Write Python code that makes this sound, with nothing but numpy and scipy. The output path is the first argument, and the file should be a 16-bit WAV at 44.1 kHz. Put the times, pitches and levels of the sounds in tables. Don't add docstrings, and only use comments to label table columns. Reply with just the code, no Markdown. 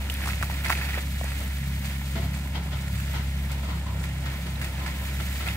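import sys
import numpy as np
from scipy import signal
from scipy.fft import rfft, irfft, next_fast_len
from scipy.io import wavfile
from scipy.ndimage import uniform_filter1d

SR = 44100
rng = np.random.default_rng(int(sys.argv[2]) if len(sys.argv) > 2 else 0)


def natural_amplitude(level_db):
    exponent = np.asarray(level_db, float) / 20
    return 10 ** exponent


def digitize_waveform(pressure):
    field = np.atleast_2d(pressure).T
    bounded = np.clip(field, -1, 1)
    quanta = np.round(bounded * 32767).astype(np.int16)
    wavfile.write(sys.argv[1], SR, quanta)


N = 245195


def level(x, db):
    return x * natural_amplitude(db) / np.sqrt(np.mean(x ** 2))


def columns(table):
    s, *cols = np.transpose(table)
    t = np.arange(N) / SR
    return [np.interp(t, s, col) for col in cols]


def colour(x, table):
    hz, db = np.transpose(table)
    size = next_fast_len(N)
    f_hz = np.maximum(np.fft.rfftfreq(size, 1 / SR), 1)
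    gain = natural_amplitude(np.interp(np.log(f_hz), np.log(hz), db, left=-90, right=-90))
    return irfft(rfft(x, size) * gain, size)[..., :N]


def band(low_hz, high_hz, order):
    return signal.butter(order, [low_hz, high_hz], "band", fs=SR, output="sos")


def walk(rate_hz):
    hold = int(SR / rate_hz)
    held = np.repeat(rng.standard_normal(N // 200), hold)[:N]
    return 1.3 * uniform_filter1d(uniform_filter1d(held, hold), hold)


def ports(near, wide, share, pan_db, lead):
    direct = np.array([np.roll(near, -int(round(lead))), near])
    both = np.sqrt(share) * direct + np.sqrt(1 - share) * wide
    return both * natural_amplitude(np.array([[pan_db], [-pan_db]]) / 2)


def patter(rate_hz, spread_db, smear_ms, bed):
    hit = rng.random(N) < rate_hz / SR
    size = natural_amplitude(spread_db * np.minimum(rng.exponential(size=N), 4))
    burst = signal.lfilter([1], [1, -np.exp(-1000 / (smear_ms * SR))], hit * size)
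    return (level(burst, 0) + bed) * rng.standard_normal((3, N))


def swell(length_ms, rise_ms):
    ms = 1000 * np.arange(SR // 4) / SR
    return (1 - np.exp(-ms / rise_ms)) * np.exp(-(ms / max(length_ms, 5)) ** 1.28)


def outflow():
    # t/s, flow/dB, spatter/dB
    flow = [(0, 4, 2), (.085, 3, -2.5), (.13, 3, 2), (.56, 3, 1.5), (.95, 5, 2), (1.11, 0, 2),
            (1.42, 2, 1.5), (1.65, 0, 1), (2.2, -0.2, 1.5), (2.62, 2.5, -4.5), (3.0, 0.5, 1.2),
            (3.5, 1.5, -1.5), (3.93, 2, -4), (4.3, 3, -1), (4.7, 2.5, -2.5), (5.03, 3.5, 1.5),
            (5.35, 1.5, 3), (5.56, 4.5, 0)]
    # level at rest/dB, flow slope/(dB/dB), spatter slope/(dB/dB)
    trickle = [
        (-50.5, 1.1, -0.2),
        (-45, 1.06, 0.8),
        (-46.5, 0.4, 0.9),
        (-50.5, 0.43, 1.13),
    ]
    # t/s, stone peak/dB, spray re stones/dB, length/ms
    gushes = [(0.0987, -30, -6, 18), (0.209, -28, -10, 83), (0.2713, -23.5, -5.5, 44),
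              (0.4255, -20, -11, 19), (0.4983, -30, -4, 88), (0.5694, -35, -11, 69),
              (0.6462, -21, -8.5, 92), (0.696, -15, -8.5, 26), (0.7217, -17.5, -9, 15),
              (0.7706, -25.5, -6, 39), (0.8132, -23.5, -26, 59), (0.8885, -22, -19, 13),
              (0.935, -23.5, -21, 30), (0.9778, -19, -21, 13), (1.248, -26, -14, 57), (1.318, -29, -19, 25),
              (1.5494, -41, 3, 33), (1.844, -28, -2, 30.7), (2.114, -33, -3, 11), (2.3294, -32.5, -4, 90),
              (2.9498, -34, -4, 100), (3.515, -38, 6.5, 19.5), (4.0343, -29, -5, 30),
              (4.2534, -30, -8, 34.3), (4.6135, -26.5, -7, 46), (4.641, -30, -0.5, 22),
              (4.779, -33, -18, 51), (4.861, -25, -7, 43), (5.0497, -35.5, 1, 59), (5.459, -25.5, -11, 47)]
    # f/Hz, density/dB
    slop = [(190, -25), (330, -1), (438, -9), (548, -2.5), (677, -4.5), (842, -4.5), (1020, -4.5),
            (1160, -14), (1350, -6), (1760, -15), (2970, -120)]
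    stones = [(780, -26), (1330, -2), (1430, 0), (1550, -3), (1710, 3.5), (2190, 4.5), (2960, -1.5),
              (3700, -3.5), (4600, -13), (5980, -12), (10100, -120)]
    crunch = [(650, -6.5), (980, -8), (1160, -13), (1330, -4), (1510, -8), (1820, -1), (2410, -3.5),
              (2620, 0), (2880, -17), (4600, -12), (5980, -28), (10100, -120)]
    spray = [(2240, 2), (3800, 3), (4520, 2), (5920, -3.5), (6440, 0.5), (6870, -1.5), (7410, 3),
             (8690, 1.5), (10100, -4.5), (12500, -14.5), (16200, -41), (22000, -120)]
    mist = [(7060, -23), (11000, -4.5), (11300, -2), (11600, 1.5), (12300, -1), (13000, 1.5), (13700, 4.5),
            (14500, -0.5), (15200, 2), (15700, 6), (16000, 5)]

    flow_db, spatter_db = columns(flow)
    steady_db = [db + a * flow_db + b * spatter_db for db, a, b in trickle]
    gush_power = np.zeros((4, N + SR))
    for s, db, spray_db, length_ms in gushes:
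        layers_db = np.array([-12, 0, spray_db + 0.5, spray_db - 6.0])
        peak = natural_amplitude(db - 9.5 + layers_db)
        at = int(s * SR)
        gush_power[:, at:at + SR // 4] += (peak[:, None] * swell(length_ms, 1.0)) ** 2
    gush = np.sqrt(gush_power[:, :N])

    out, surge = 0, walk(25.39)
    placing = [(slop, slop, 0.9, 1.2, -4), (stones, crunch, 0.75, -3.5, 5),
               (spray, spray, 0.45, -0.6, 8), (mist, mist, 0.45, 0.1, 4)]
    for db, rough, (tint, gush_tint, *place) in zip(steady_db, gush, placing):
        fine = colour(patter(1500, 2.8, 6.2, 0.41), tint)
        grit = colour(patter(700, 3.6, 0.93, 0.72), gush_tint)
        trickle_gain = natural_amplitude(db + 0.5 * surge + 0.35 * walk(12))
        out = out + level(ports(fine[0], fine[1:], *place), 0) * trickle_gain
        out = out + level(ports(grit[0], grit[1:], *place), 0) * rough
    return out


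def splats():
    # t/s, peak/dB, hollow f/Hz, hollow share/dB, length/ms
    lumps = [(0.97, -27, 600, -5, 35), (1.4, -24.5, 500, -29, 59), (2.15, -26, 243, -4, 80),
             (2.154, -24, 680, 2.5, 38), (2.219, -28.5, 690, -2, 64), (2.542, -20.5, 860, -13, 55),
             (2.552, -27, 3300, 4, 19.4), (2.718, -23, 1385, -20, 60), (2.725, -32, 3303, 2, 21),
             (3.137, -19.5, 920, -15, 83), (3.489, -26, 1070, -14, 96), (3.629, -29, 1000, -11, 140),
             (3.685, -27.5, 1140, -4, 72), (3.862, -25, 1045, -1, 53), (4.252, -23, 1360, -13, 51.5),
             (4.319, -34, 534, -5, 45), (4.457, -24.5, 485.3, -21, 50), (4.789, -27, 1043, -5.5, 180),
             (5.2, -16.5, 680, -14, 18), (5.399, -21.5, 1355, -20, 94), (5.475, -30, 3620, 5, 18)]
    # f/Hz, density/dB
    slap_spectrum = [(210, -13), (350, 0.5), (417, -5.5), (697, -1), (1020, -1.5), (1160, -10.5),
                     (1300, 1.5), (1420, -1), (1660, -8.5), (2080, 0.5), (2410, -8.5), (3020, -4.5),
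                     (4400, -9), (7000, -21.5), (9100, -56), (15400, -120)]

    slap = colour(patter(640, 1.3, 0.93, 6.3), slap_spectrum)
    slap = level(ports(slap[0], slap[1:], 0.28, 1.4, -4.5), 0)
    slap = np.pad(slap, ((0, 0), (0, SR)))
    thud = level(signal.sosfilt(band(170, 330, 2), rng.standard_normal(N + SR)), 0)
    out = np.zeros_like(slap)
    for s, db, hz, hollow_db, length_ms in lumps:
        thud_db = -8.5 - 7 * np.log2(hz / 700)
        at = int(s * SR)
        span = slice(at, at + SR // 4)
        hollow = signal.sosfilt(band(hz / 1.05, hz * 1.01, 1), slap[:, span])
        lump = slap[:, span] + level(hollow, hollow_db) + natural_amplitude(thud_db) * thud[span]
        out[:, span] += lump * swell(length_ms, 4.3) * natural_amplitude(db - 15.0)
    return out[:, :N]


def smacks():
    # t/s, peak/dB, f/Hz, left minus right/dB
    hits = [(0.0987, -18, 3050, -3), (0.149, -26, 2730, -1.5), (0.2748, -22, 1170, -1),
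            (0.289, -20, 1480, -4), (0.333, -21, 2180, -5), (0.4262, -15.5, 1700, -5.5),
            (0.432, -17.5, 1340, 1), (0.4988, -24.5, 910, -4), (0.6458, -19, 2000, -5),
            (0.6608, -17.5, 2080, -1), (0.7021, -8.5, 1140, -1.5), (0.707, -19, 1360, -3),
            (0.7174, -15.5, 1760, -2), (0.725, -14, 2100, -6.5), (0.8135, -22, 1886, -4),
            (0.8884, -22.5, 2170, -3.5), (0.9422, -20, 1900, -4), (0.975, -25.5, 583, 2),
            (0.983, -23.5, 1970, -4), (1.212, -25, 693, 6), (1.242, -29, 650, 4), (2.771, -32, 2200, -6),
            (2.015, -32.5, 910, -2), (2.4736, -27.5, 2060, -4.5), (3.0, -26.5, 1590, -8.5),
            (4.040, -23, 2000, -6), (4.557, -32.5, 3650, -8), (4.615, -22, 1930, -5), (5.201, -29, 1420, 1),
            (5.486, -17.5, 2480, -2.5), (0.0895, -31, 1660, -1), (0.2069, -30.5, 1300, 2),
            (0.2169, -28, 1990, -1.5), (0.238, -25, 1900, -4), (0.2585, -27, 1060, -2),
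            (0.305, -25, 2050, -4), (0.413, -30.5, 690, -4), (0.697, -14.5, 1700, -3),
            (0.700, -25, 1490, 0), (0.7095, -22, 890, -4), (0.752, -21.5, 2500, -1.5),
            (1.3186, -27, 1860, -1), (1.5852, -33, 1820, -1.5), (1.6362, -33, 2110, 1),
            (1.8454, -28, 2080, 1), (2.554, -28, 3200, 1.5), (2.88, -30.5, 2160, -1.5),
            (4.0157, -32, 1700, -3), (5.015, -37, 2150, -8), (5.4583, -35, 1970, -4)]
    ring_ms, ring_cycles, wet_top_hz = 2.7, 1.07, 2600

    out, t = np.zeros((2, N + 4096)), np.arange(4096) / SR
    fade = np.exp(-1000 * t / ring_ms)
    spray_band = signal.butter(2, 4500, "high", fs=SR, output="sos")
    for s, db, hz, pan_db in hits:
        noise = rng.standard_normal((4, 4096))
        click = np.sin(2 * np.pi * hz * t) + 0.59 * np.sin(2 * np.pi * 1.64 * hz * t)
        click *= np.exp(-t * hz / ring_cycles)
        grit = signal.sosfilt(band(hz / 1.06, hz * 1.12, 2), noise[:2] + 0.93 * noise[2]) * fade
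        top_hz = max(1.5 * hz, wet_top_hz * natural_amplitude((db + 8.0) / 2))
        body = signal.sosfilt(band(hz / 1.52, top_hz, 2), 0.65 * click + 1.1 * grit)
        puff_db = -36.5 - db + 0.8 * (db + 19)
        puff = signal.sosfilt(spray_band, noise[:2] + 0.11 * noise[3]) * fade ** 0.13 * natural_amplitude(puff_db)
        smack = body / np.abs(body).max() + 0.63 * puff
        smack[1] = np.roll(smack[1], int(round(-1.5 * pan_db)))
        at = int(s * SR)
        out[:, at:at + 4096] += smack * natural_amplitude(db + np.array([[pan_db], [-pan_db]]) / 2)
    return out[:, :N]


def drops():
    # t/s, peak/dB, f/Hz
    ticks = [(0.0987, -27.5, 7320), (0.1206, -27, 11500), (0.1401, -26.5, 11500), (0.168, -33, 11500),
             (0.2249, -32, 13600), (0.2593, -26.5, 6690), (0.3566, -31, 8660), (0.397, -32, 7250),
             (0.4274, -27, 7850), (0.6379, -27, 13300), (0.6599, -30, 13040), (0.6848, -29, 5030),
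             (0.8989, -32, 12800), (1.2416, -30, 8980), (1.4047, -31, 9030), (1.4371, -32, 8340),
             (1.478, -34, 7064), (1.5828, -35, 8280), (1.7928, -33, 13300), (2.1126, -36, 7495),
             (2.2473, -31, 13600), (2.811, -35, 6520), (2.8818, -35, 6480), (4.0317, -35, 7000),
             (4.6159, -37, 7627), (5.2869, -36, 5272), (5.3537, -36, 7110), (5.3787, -33, 5460),
             (5.477, -29, 8150)]
    decay_ms, width = 2.6, 1.3

    out, t = np.zeros((2, N + 1024)), np.arange(1024) / SR
    for s, db, hz in ticks:
        noise = rng.standard_normal((3, 1024))
        tick_band = band(hz / width, min(hz * width, SR / 2.2), 1)
        fizz = signal.sosfilt(tick_band, noise[:2] + noise[2]) * np.exp(-1000 * t / decay_ms)
        at = int(s * SR)
        out[:, at:at + 1024] += fizz / np.abs(fizz).max() * natural_amplitude(db + 1.5)
    return out[:, :N]


def sizzles():
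    # middle t/s, length/s, f/Hz, level/dB
    hisses = [
        (0.14, 0.06, 11800, -56),
        (0.3, 0.15, 8500, -58),
        (1.35, 0.33, 8600, -57),
        (1.9, 0.2, 13500, -62),
        (2.2, 0.25, 7400, -62),
        (3.1, 0.2, 7200, -57),
        (3.9, 0.4, 7400, -59),
        (5.15, 0.36, 7300, -57),
        (5.2, 0.3, 13890, -59),
    ]
    width = 1.06

    t, out = np.arange(N) / SR, 0
    for s, length_s, hz, db in hisses:
        hiss = signal.sosfilt(band(hz / width, hz * width, 1), rng.standard_normal((2, N)))
        out = out + level(hiss, db) * np.exp(-((t - s) / length_s) ** 2)
    return out


def engine():
    # t/s, firing rate/Hz, tone level/dB, second-order level/dB, exhaust bark/dB
    running = [(0, 68.55, -30.5, -50, 1), (.4, 67.7, -30, -41.5, -1.5), (.9, 68.3, -29.5, -44.5, -10),
               (1.2, 68, -30, -43, 1.5), (1.45, 67.68, -30.5, -43.5, -9), (1.65, 67.98, -30, -35.5, 3),
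               (2.05, 67.97, -31, -39, 4), (2.28, 68.65, -30, -35.5, 1), (2.45, 69.1, -30.5, -38, -0.5),
               (2.85, 67.95, -31, -35.5, 1.5), (3.1, 68.3, -30.5, -39, -4), (3.3, 68.27, -28.5, -38, -0.5),
               (3.9, 67.9, -30.5, -39.5, -6), (4.2, 67.8, -31, -34, -4), (4.5, 67, -33, -41, 2),
               (5.0, 67.13, -31, -46, -7), (5.2, 68.42, -29.5, -36.5, 1), (5.56, 67.7, -31.5, -69, 1.5)]
    # t/s, strength/dB, length/s
    lurches = [(.05, 1, 0.11), (0.358, 5, 0.22), (0.855, -1, 0.25), (1.347, -6, 0.13), (1.732, 4, 0.17),
               (2.256, 14, .09), (2.595, 4, 0.09), (2.876, 12.5, 0.17), (3.202, 5, 0.16),
               (3.752, 9.5, 0.041), (3.937, 13.5, 0.12), (4.164, 4, 0.098), (4.547, 3, 0.2),
               (4.947, 6, 0.13), (5.498, 8, 0.051)]
    # multiple of firing rate, level/dB
    uneven_orders = [(3 / 2, -50), (5 / 2, -51.5)]
    # multiple of firing rate, level/dB
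    weak_orders = [(3.17, -58), (4.17, -61), (.5, -70)]
    # f/Hz, density/dB
    rumble_spectrum = [(12, -45), (20, -29), (41, -10), (76, -2), (91, -0.5), (113, -1.5), (151, 0),
                       (206, -4), (247, -10), (285, -10.5), (329, -30.5), (450, -35.5), (580, -66),
                       (990, -120)]
    waver_db, lead = 3.0, 3

    hz, tone_db, load_db, bark_db = columns(running)
    t = np.arange(N) / SR
    uneven = natural_amplitude(-5)
    for s, db, length_s in lurches:
        uneven = uneven + natural_amplitude(db) * np.exp(-((t - s) / length_s) ** 2)
    turn = 2 * np.pi * np.cumsum(uniform_filter1d(hz, SR // 2)) / SR
    tone = natural_amplitude(uniform_filter1d(tone_db, SR // 8) + 0.3 * walk(18)) * np.sin(turn)
    tone += natural_amplitude(load_db + 1.5 * walk(8)) * np.sin(2 * turn + 0.35 * walk(5))
    for k, db in uneven_orders:
        size = uneven * natural_amplitude(db + waver_db * walk(12))
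        tone += size * np.sin(k * turn + 1.1 * walk(9))
    tone += natural_amplitude(-48 + bark_db + waver_db * walk(10)) * np.sin(3 * turn + 0.6 * walk(7))
    for k, db in weak_orders:
        tone += natural_amplitude(db + 3.2 * walk(5.22)) * np.sin(k * turn + 0.33 * walk(7))

    throb = 1 + 0.041 * np.cos(turn)
    rumble = colour(throb * rng.standard_normal((3, N)), rumble_spectrum)
    rumble = ports(rumble[0], rumble[1:], 0.96, 0, lead)
    return np.sqrt(2) * ports(tone, 0, 1, 0, lead) + level(rumble, -39)


def scene():
    return outflow() + splats() + smacks() + drops() + sizzles() + engine()


def top_cut(x):
    return signal.sosfilt(signal.butter(12, 16530, fs=SR, output="sos"), x)


def record(dry):
    top_hz, edge_hz = 15730, 40
    cut = [(1, 0), (top_hz, 0), (top_hz + edge_hz, -35), (top_hz + 5 * edge_hz, -62)]
    mix = colour(dry, cut)
    return top_cut(mix)


dry = scene()
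out = record(dry)
digitize_waveform(out)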